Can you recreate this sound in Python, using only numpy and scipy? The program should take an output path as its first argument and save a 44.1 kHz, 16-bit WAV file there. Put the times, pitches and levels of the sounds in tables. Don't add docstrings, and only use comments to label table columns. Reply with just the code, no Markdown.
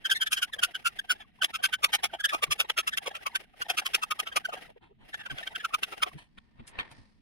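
import sys
import numpy as np
from scipy import signal
from scipy.fft import rfft, irfft
from scipy.io import wavfile

SR = 44100
rng = np.random.default_rng(int(sys.argv[2]) if len(sys.argv) > 2 else 0)


def generate_wav(sig):
    pcm = np.round(np.clip(np.atleast_2d(sig).T, -1, 1) * 32767).astype(np.int16)
    wavfile.write(sys.argv[1], SR, pcm)


N = 317961
BLOCK = 8192

# t/s, length/s, squeak f/Hz, squeak level/dB, rasp level/dB, groan level/dB
JERKS = [(.061, 0.021, 1557, -27.5, -34.5, -57), (.102, 0.01, 1725, -27.5, -40, -65),
         (.121, 0.023, 1595, -21, -32.5, -51), (.166, 0.028, 1870, -31, -50, -66),
         (.223, 0.024, 1569, -24, -33.5, -68), (.274, 0.02, 1694, -31.5, -36, -56),
         (.333, 0.028, 1256, -51, -24.5, -54), (.381, 0.028, 1546, -32.5, -31, -73),
         (.434, 0.024, 1492, -25.5, -29, -59), (.54, 0.019, 1736, -33, -41, -63),
         (.595, 0.014, 1590, -33.5, -48, -42), (.64, 0.026, 1426, -24, -26, -54),
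         (.694, 0.027, 1500, -57, -55, -48), (.757, 0.022, 1540, -35, -40.5, -69),
         (.868, .028, 1382, -24, -30, -53), (.996, 0.011, 1643, -27.5, -46, -73),
         (1.112, 0.027, 1495, -23, -31.5, -52), (1.217, 0.029, 1697, -49, -50, -55),
         (1.424, 0.011, 1528, -22.5, -39, -65), (1.442, 0.028, 1441, -38, -24.5, -35.5),
         (1.553, 0.024, 1282, -31.5, -26.5, -65), (1.649, 0.027, 1577, -25, -21.5, -50.5),
         (1.741, 0.023, 1527, -26, -29.5, -65), (1.847, .028, 1211, -28, -21, -38.5),
         (1.945, 0.027, 1781, -31, -19.5, -33.5), (2.048, 0.027, 1703, -47, -23, -30),
         (2.147, 0.027, 1544, -43, -39.5, -35.5), (2.208, 0.019, 1623, -31, -51, -61),
         (2.253, 0.022, 1601, -21, -35.5, -71), (2.301, 0.028, 1726, -32, -40, -70),
         (2.344, 0.039, 1246, -28.5, -36, -37), (2.436, 0.021, 1192, -30, -22, -34),
         (2.523, .024, 1197, -32, -21.5, -48), (2.607, 0.031, 1183, -41, -25, -40.5),
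         (2.703, .023, 1900, -47, -29.5, -39.5), (2.79, .029, 1340, -27.5, -22.5, -31.5),
         (2.883, 0.019, 1321, -27.5, -23.5, -41), (2.938, 0.025, 1780, -32, -48, -76),
         (2.981, 0.015, 1514, -31.5, -25, -47), (3.075, 0.027, 1109, -36.5, -30, -36),
         (3.16, 0.025, 1307, -39, -33, -52), (3.271, 0.017, 1161, -27, -30.5, -46.5),
         (3.361, .019, 1564, -28.5, -28.5, -48), (3.623, 0.015, 1464, -28, -30, -57),
         (3.704, .024, 1494, -37, -24, -31.5), (3.788, 0.025, 1174, -34.5, -22.5, -46.5),
         (3.866, 0.021, 1086, -39.5, -25, -50), (3.951, 0.024, 1750, -45, -22.5, -36),
         (4.035, .021, 1300, -26, -31, -62), (4.119, 0.019, 1222, -27, -29, -47),
         (4.201, 0.016, 1242, -31.5, -24, -43.5), (4.278, .031, 1285, -42, -38.5, -54),
         (4.328, 0.019, 1533, -40, -45, -59), (4.371, .019, 1228, -23, -24, -35.5),
         (4.456, .014, 1515, -27.5, -39.5, -62), (4.497, 0.02, 1457, -39, -61, -36),
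         (4.538, .024, 1204, -34.5, -37.5, -39.5), (4.578, 0.026, 1618, -46, -51.5, -44),
         (4.66, 0.019, 1450, -74, -81, -59), (4.702, .025, 1180, -81.5, -68, -50),
         (4.77, 0.017, 1035, -79, -87, -49.5), (4.916, 0.034, 936, -73.5, -79.5, -59),
         (5.146, 0.023, 1744, -33, -44, -49), (5.21, 0.039, 1710, -45, -45.5, -51),
         (5.266, 0.018, 1500, -36, -44, -50), (5.311, .02, 1608, -34, -37, -48),
         (5.391, 0.028, 1536, -40, -37.5, -50), (5.436, 0.015, 1777, -38, -43, -47),
         (5.477, 0.016, 1554, -37.5, -34, -52), (5.561, 0.016, 1536, -30.5, -34, -73),
         (5.608, .026, 1734, -41.5, -44, -67), (5.652, .017, 1332, -25, -32.5, -65),
         (5.747, 0.016, 1251, -19.5, -26, -63), (5.84, 0.017, 1168, -53, -25, -67),
         (5.934, 0.025, 1290, -40, -47, -44.5), (6.032, 0.017, 1232, -22, -23.5, -43),
         (6.074, 0.027, 1123, -41, -42, -37)]
# start/s, end/s, rubbing at start/dB, at end/dB, squeak octave/dB, extra hiss/dB
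SPELLS = [(0.063, 1.227, -54.5, -54, -2.5, 4), (1.368, 3.411, -56.5, -52, -5, .5),
          (3.58, 4.68, -51, -55, -9, 0.5), (5.106, 6.118, -51, -49.5, -8.5, -3.5)]
# f/Hz, width/Hz, gain/dB
DRILL_MODES = [(542, 120, -7), (805, 17, 2.5), (1190, 90, 3.5), (1240, 38, 6.5), (1556, 98, 5),
               (1900, 180, 5), (2530, 130, -0.5), (2410, 72, -2.5), (2748, 17, 8), (3260, 270, 1),
               (5146, 210, 9.5), (6230, 560, 5), (9260, 30, 15.5), (9880, 160, 9.5), (10640, 57, 12)]
# f/Hz, width/Hz, gain/dB
BOW_MODES = [(927, 85, 4), (1817, 53, 9), (2850, 99, -4), (3800, 55, 1)]


def spindle(sag=0.0351, glide=0.02494, jitter=0.0393, bite_jitter=0.025, rise_share=0.5025):
    # f/Hz, level/dB
    grind_spectrum = [(120, -57.5), (200, -30), (491, -13), (821, -12.5), (1020, -14.5), (1300, -4.5),
                      (2020, -8), (2250, 2), (2910, 0.5), (3190, 4.5), (4040, -8), (5040, -15.5),
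                      (8270, -20), (10900, -16.5), (16000, -28)]
    out, f = np.zeros((2, N)), freqs(BLOCK)
    t = (np.arange(BLOCK) - BLOCK // 2) / SR
    tone = colour(grind_spectrum, f) * resonances(f, DRILL_MODES)
    low, middle, high = (tone * band for band in bands(f))
    for at_s, length_s, hz, squeak_db, rasp_db, groan_db in JERKS + back_slips():
        rise_s, fall_s = rise_share * length_s, (1 - rise_share) * length_s
        octave_db, hiss_db = brightness(at_s, hz, squeak_db, rasp_db)
        force = swell(t, rise_s, fall_s, power=np.where(t < 0, 2.3, 1.7))
        bite = 1 / (1 + undb(squeak_db - rasp_db))
        ragged = (jitter + bite_jitter * bite * force) * walk(320, BLOCK)
        pitch_hz = hz * (1 + sag * (.8 - force) - glide * np.tanh(t / 0.014) + ragged)
        phase = 2 * np.pi * np.cumsum(pitch_hz) / SR
        squeak = undb(squeak_db + 2.2 * walk(97, BLOCK)) * np.sin(phase)
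        squeak += undb(octave_db + 0.89 * walk(130, BLOCK)) * np.sin(2 * phase)
        for k in range(3, 8):
            overtone_db = max(squeak_db, octave_db) - 14 - 4 * (k - 2)
            squeak += force * undb(overtone_db) * np.sin(k * phase)
        judder_hz = 0.472 * hz
        slowness = 1 / (1 + undb(rasp_db - groan_db + 13.5))
        judder = 1 + undb(6 + 20 * slowness) / (1 + ((f / judder_hz - 1) / 0.08) ** 2)
        slips = (1 + 0.77 * np.cos(phase)) * undb(3.5 * walk(120, BLOCK))
        groan, rasp, hiss = (shaped(grit(2, BLOCK) * slips, g) for g in (low * judder, middle, high))
        grind = undb(groan_db) * groan + force ** 0.023 * (undb(rasp_db) * rasp + undb(hiss_db) * hiss)
        lead_s = 0.58 * bite * rise_s
        squeak_env = swell(t + lead_s, rise_s * (1 - bite / 2), fall_s + bite * rise_s / 2, power=1.73)
        add(out, ports(1.316 * squeak_env * squeak + force * grind), at_s)
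    return out


def brightness(at_s, hz, squeak_db, rasp_db, peak_hz=3100, width_hz=250, firm_db=-23.5):
    nearest_spell = min(SPELLS, key=lambda row: abs(at_s - np.clip(at_s, row[0], row[1])))
    *_, octave_db, extra_hiss_db = nearest_spell
    resonance_db = 4.5 / (1 + (2 * (2 * hz - peak_hz) / width_hz) ** 2)
    effort_db = 20 * np.log10(np.hypot(undb(rasp_db), undb(squeak_db - 3.5)))
    hiss_db = effort_db - 8 + 0.54 * (effort_db - firm_db) + extra_hiss_db
    return squeak_db + octave_db + resonance_db, hiss_db


def back_slips(min_gap_s=.07, max_gap_s=.125, length_s=.022, centre_hz=1714, spread_db=5):
    rows = []
    for this, following, (height, size) in zip(JERKS, JERKS[1:], rng.standard_normal((len(JERKS), 2))):
        gap_s = following[0] - this[0]
        if min_gap_s < gap_s < max_gap_s:
            hz, db = centre_hz * (1 + 0.09 * height), spread_db * size
            rows.append((this[0] + 0.48 * gap_s, length_s, hz, db - 58, db - 63, db - 55.5))
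    return rows


def rubbing(gain_db=-1, flutter_db=5.5, wobble_db=2, fizz_db=-11, firm_db=-54):
    # f/Hz, level/dB
    rub_spectrum = [(150, -9.5), (400, -1), (750, 1.5), (1050, -13.5), (1600, -7), (2100, -1), (3100, -3.5),
                    (4200, -14), (7000, -28), (10500, -19.5), (15500, -29)]
    f, t = freqs(N), np.arange(N) / SR
    turn = np.interp(t, [row[0] for row in JERKS], np.arange(len(JERKS)))
    pressure = undb(wobble_db * np.cos(4 * np.pi * turn) + flutter_db * walk(28, N))
    fibres = grit(6.4, (2, N)) * pressure
    tone = colour(rub_spectrum, f) * resonances(f, DRILL_MODES)
    low, middle, high = bands(f)
    strength = sawing()
    fizz = undb(fizz_db) * (strength / undb(firm_db)) ** 0.46 * shaped(fibres, tone * high)
    return (shaped(fibres, tone * (low + middle)) + fizz) * strength * undb(gain_db)


def sawing(rest_db=-75.5, fade_db_per_s=213):
    t = np.arange(N) / SR
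    gain = undb(rest_db) * (t < SPELLS[-1][1])
    for start_s, end_s, first_db, last_db, *_ in SPELLS:
        outside_s = np.abs(t - np.clip(t, start_s, end_s))
        spell_db = np.interp(t, [start_s, end_s], [first_db, last_db])
        gain = np.maximum(gain, undb(spell_db - fade_db_per_s * outside_s))
    return gain


def creaks(count=190, until_s=6.1, low_hz=480, high_hz=2100, length_s=0.0053, gain_db=2, spread_db=4):
    out, sawing_db = np.zeros((2, N)), 20 * np.log10(sawing())
    t = np.linspace(-.02, .02, int(.04 * SR))
    for when, height, size, span, side in rng.random((count, 5)):
        start = int(until_s * when * SR)
        hz = low_hz * (high_hz / low_hz) ** height
        phase = 2 * np.pi * np.cumsum(hz * (1 - .08 * np.tanh(t / length_s))) / SR
        phase = phase + np.pi * side * np.array([[.5], [-.5]])
        chirp = np.sin(phase) + undb(-9) * np.sin(2 * phase)
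        db = sawing_db[start + len(t) // 2] + gain_db + spread_db * (2 * size - 1)
        catch = np.exp(-(t / (length_s * (.5 + span))) ** 2) * np.hanning(len(t))
        out[:, start:start + len(t)] += undb(db) * catch * chirp
    return out


def bumps(gain_db=-5, rise_s=.019, fall_s=0.021, drop=0.056, rough=0.05):
    # t/s, level/dB, f/Hz
    thuds = [(2.496, -36.5, 150), (5.327, -33.5, 140.4), (6.153, -35.5, 146.6), (6.611, -42.5, 221),
             (6.799, -55.5, 86), (6.928, -49, 144), (6.998, -44.5, 114.3)]
    out = np.zeros((2, N))
    t = (np.arange(BLOCK) - BLOCK // 2) / SR
    for at_s, db, hz in thuds:
        pitch_hz = hz * (1 - drop * np.tanh(t / 0.071) + rough * walk(83, BLOCK))
        thud = np.sin(2 * np.pi * np.cumsum(pitch_hz) / SR) + 0.45 * walk(330, BLOCK)
        add(out, ports(undb(db + gain_db) * thud * swell(t, rise_s, fall_s, power=2.6)), at_s + 0.003)
    return out


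def handling(grain_db=7):
    # t/s, rise/s, fall/s, body level/dB, clack level/dB, swish level/dB
    contacts = [(4.83, 0.012, 0.045, -55, -60.5, -83.5), (5.02, .02, .04, -57, -62.5, -83),
                (6.186, 0.0079, 0.044, -55, -51, -63.5), (6.385, 0.007, 0.0046, -46, -47, -66.5),
                (6.602, 0.013, 0.011, -46, -56, -83.5), (6.678, 0.0063, 0.019, -74, -52, -50),
                (6.788, 0.00038, 0.0055, -37, -31, -57), (6.798, 0.0017, 0.014, -47, -27.5, -54.5),
                (6.857, .001, 0.0035, -62, -57, -76), (6.921, 0.011, 0.011, -51.5, -51.5, -58)]
    # f/Hz, level/dB
    stick_spectrum = [(100, 2.5), (600, -7), (1000, -3.5), (1400, -1), (1950, -1.5), (2500, 2.5),
                      (3200, -1), (4500, -5), (7000, -10), (10000, -3), (13000, -26), (16000, -42)]
    out, f = np.zeros((2, N)), freqs(BLOCK)
    t = (np.arange(BLOCK) - BLOCK // 2) / SR
    tone = colour(stick_spectrum, f) * resonances(f, BOW_MODES)
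    for at_s, rise_s, fall_s, *levels_db in contacts:
        snaps = grit(grain_db, BLOCK)
        knock = sum(undb(db) * shaped(snaps, tone * band) for db, band in zip(levels_db, bands(f)))
        add(out, ports(knock * swell(t, rise_s, fall_s, power=1.39)), at_s)
    return out


def leaves(grain_db=7.5, flutter_db=1.6):
    # t/s, rise/s, fall/s, rustle level/dB, crackle level/dB
    slides = [(6.4, .25, 0.33, -73.5, -84), (6.81, 0.069, 0.058, -44.5, -71.5),
              (6.97, 0.052, 0.11, -62, -67.5)]
    # f/Hz, level/dB
    leaf_spectrum = [(200, 1.5), (600, 2), (1000, 3.5), (1400, -2), (1900, 3), (3000, -4.5), (5000, -11.5),
                     (7000, -28.5), (9800, -21), (11500, -53.5), (16000, -43)]
    out, f, t = np.zeros((2, N)), freqs(N), np.arange(N) / SR
    low, middle, high = bands(f)
    blades = grit(grain_db, (2, N)) * undb(flutter_db * walk(66, N))
    tone = colour(leaf_spectrum, f) * resonances(f, BOW_MODES)
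    rustle, crackle = shaped(blades, tone * (low + middle)), shaped(blades, tone * high)
    for at_s, rise_s, fall_s, rustle_db, crackle_db in slides:
        push = swell(t - at_s, rise_s, fall_s, power=0.89)
        out += push * (undb(rustle_db) * rustle + undb(crackle_db) * crackle)
    return out


def garden(air_db=-65, gust_db=1.8, stir_db=-65.5, stir_s=6.83, shared=0.43):
    # f/Hz, level/dB
    air_spectrum = [(12, -39.5), (20, -0.5), (49, -5.5), (142, -10.5), (216, -6.5), (472, -31.5),
                    (607, -42), (1260, -44), (3250, -35.5), (5680, -59.5), (16000, -63.5)]
    noise = rng.standard_normal((2, N)) + shared * rng.standard_normal(N)
    gusts = undb(gust_db * walk(6, N))
    stir = undb(stir_db) * swell(np.arange(N) / SR - stir_s, rise_s=0.23, fall_s=0.26, power=2.2)
    return shaped(noise, colour(air_spectrum, freqs(N))) * gusts * (undb(air_db) + stir)


def ports(x, scatter_rad=0.74, hz_per_rad=7000):
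    # f/Hz, phase/rad
    left_lead = [(100, -5.5), (400, 1.6), (750, 1.5), (1000, 1.5), (1150, -4.5), (1320, -1.33),
                 (1520, -1.4), (1750, -5), (2100, -2), (2650, -1.5), (3080, -5.5), (3400, -4), (5000, -8)]
    f = freqs(BLOCK)
    lead_rad = np.interp(f, *np.transpose(left_lead))
    noise = rng.standard_normal((2, len(f)))
    wander = unit(signal.fftconvolve(noise, np.hanning(160)[None], "same", axes=1))
    phase = np.array([[.5], [-.5]]) * lead_rad + wander * (scatter_rad + f / hz_per_rad)
    return irfft(rfft(x) * np.exp(1j * phase))


def resonances(f, modes):
    return 1 + sum((undb(db) - 1) / (1 + (2 * (f - hz) / width_hz) ** 2) for hz, width_hz, db in modes)


def grit(spread_db, shape):
    return rng.standard_normal(shape) * undb(spread_db * rng.standard_normal(shape))


def swell(t, rise_s, fall_s, power):
    return 10 ** (-.5 * (np.abs(t) / np.maximum(np.where(t < 0, rise_s, fall_s), 1e-4)) ** power)


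def walk(rate_hz, size):
    return shaped(rng.standard_normal(size), 1 / (1 + (freqs(size) / rate_hz) ** 4))


def bands(f, low_hz=1000, high_hz=4200):
    low, high = 1 / (1 + (f / low_hz) ** 14), 1 / (1 + (high_hz / f) ** 14)
    return low, 1 - low - high, high


def colour(points, f):
    hz, db = np.transpose(points)
    return undb(np.interp(np.log(f), np.log(hz), db))


def shaped(x, gain):
    return unit(irfft(rfft(x) * gain, x.shape[-1]))


def freqs(size):
    return np.maximum(np.fft.rfftfreq(size, 1 / SR), 1)


def undb(db):
    return 10 ** (np.asarray(db) / 20)


def unit(x):
    return x / np.sqrt(np.mean(x ** 2) + 1e-30)


def add(out, x, at_s):
    start = int(at_s * SR) - BLOCK // 2
    a, b = max(start, 0), min(start + BLOCK, N)
    out[:, a:b] += x[..., a - start:b - start]


def scene():
    return spindle() + rubbing() + creaks() + bumps() + handling() + leaves() + garden()


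def record(dry):
    return signal.sosfilt(signal.ellip(10, .2, 70, 15900, fs=SR, output="sos"), dry)


dry = scene()
out = record(dry)
generate_wav(out)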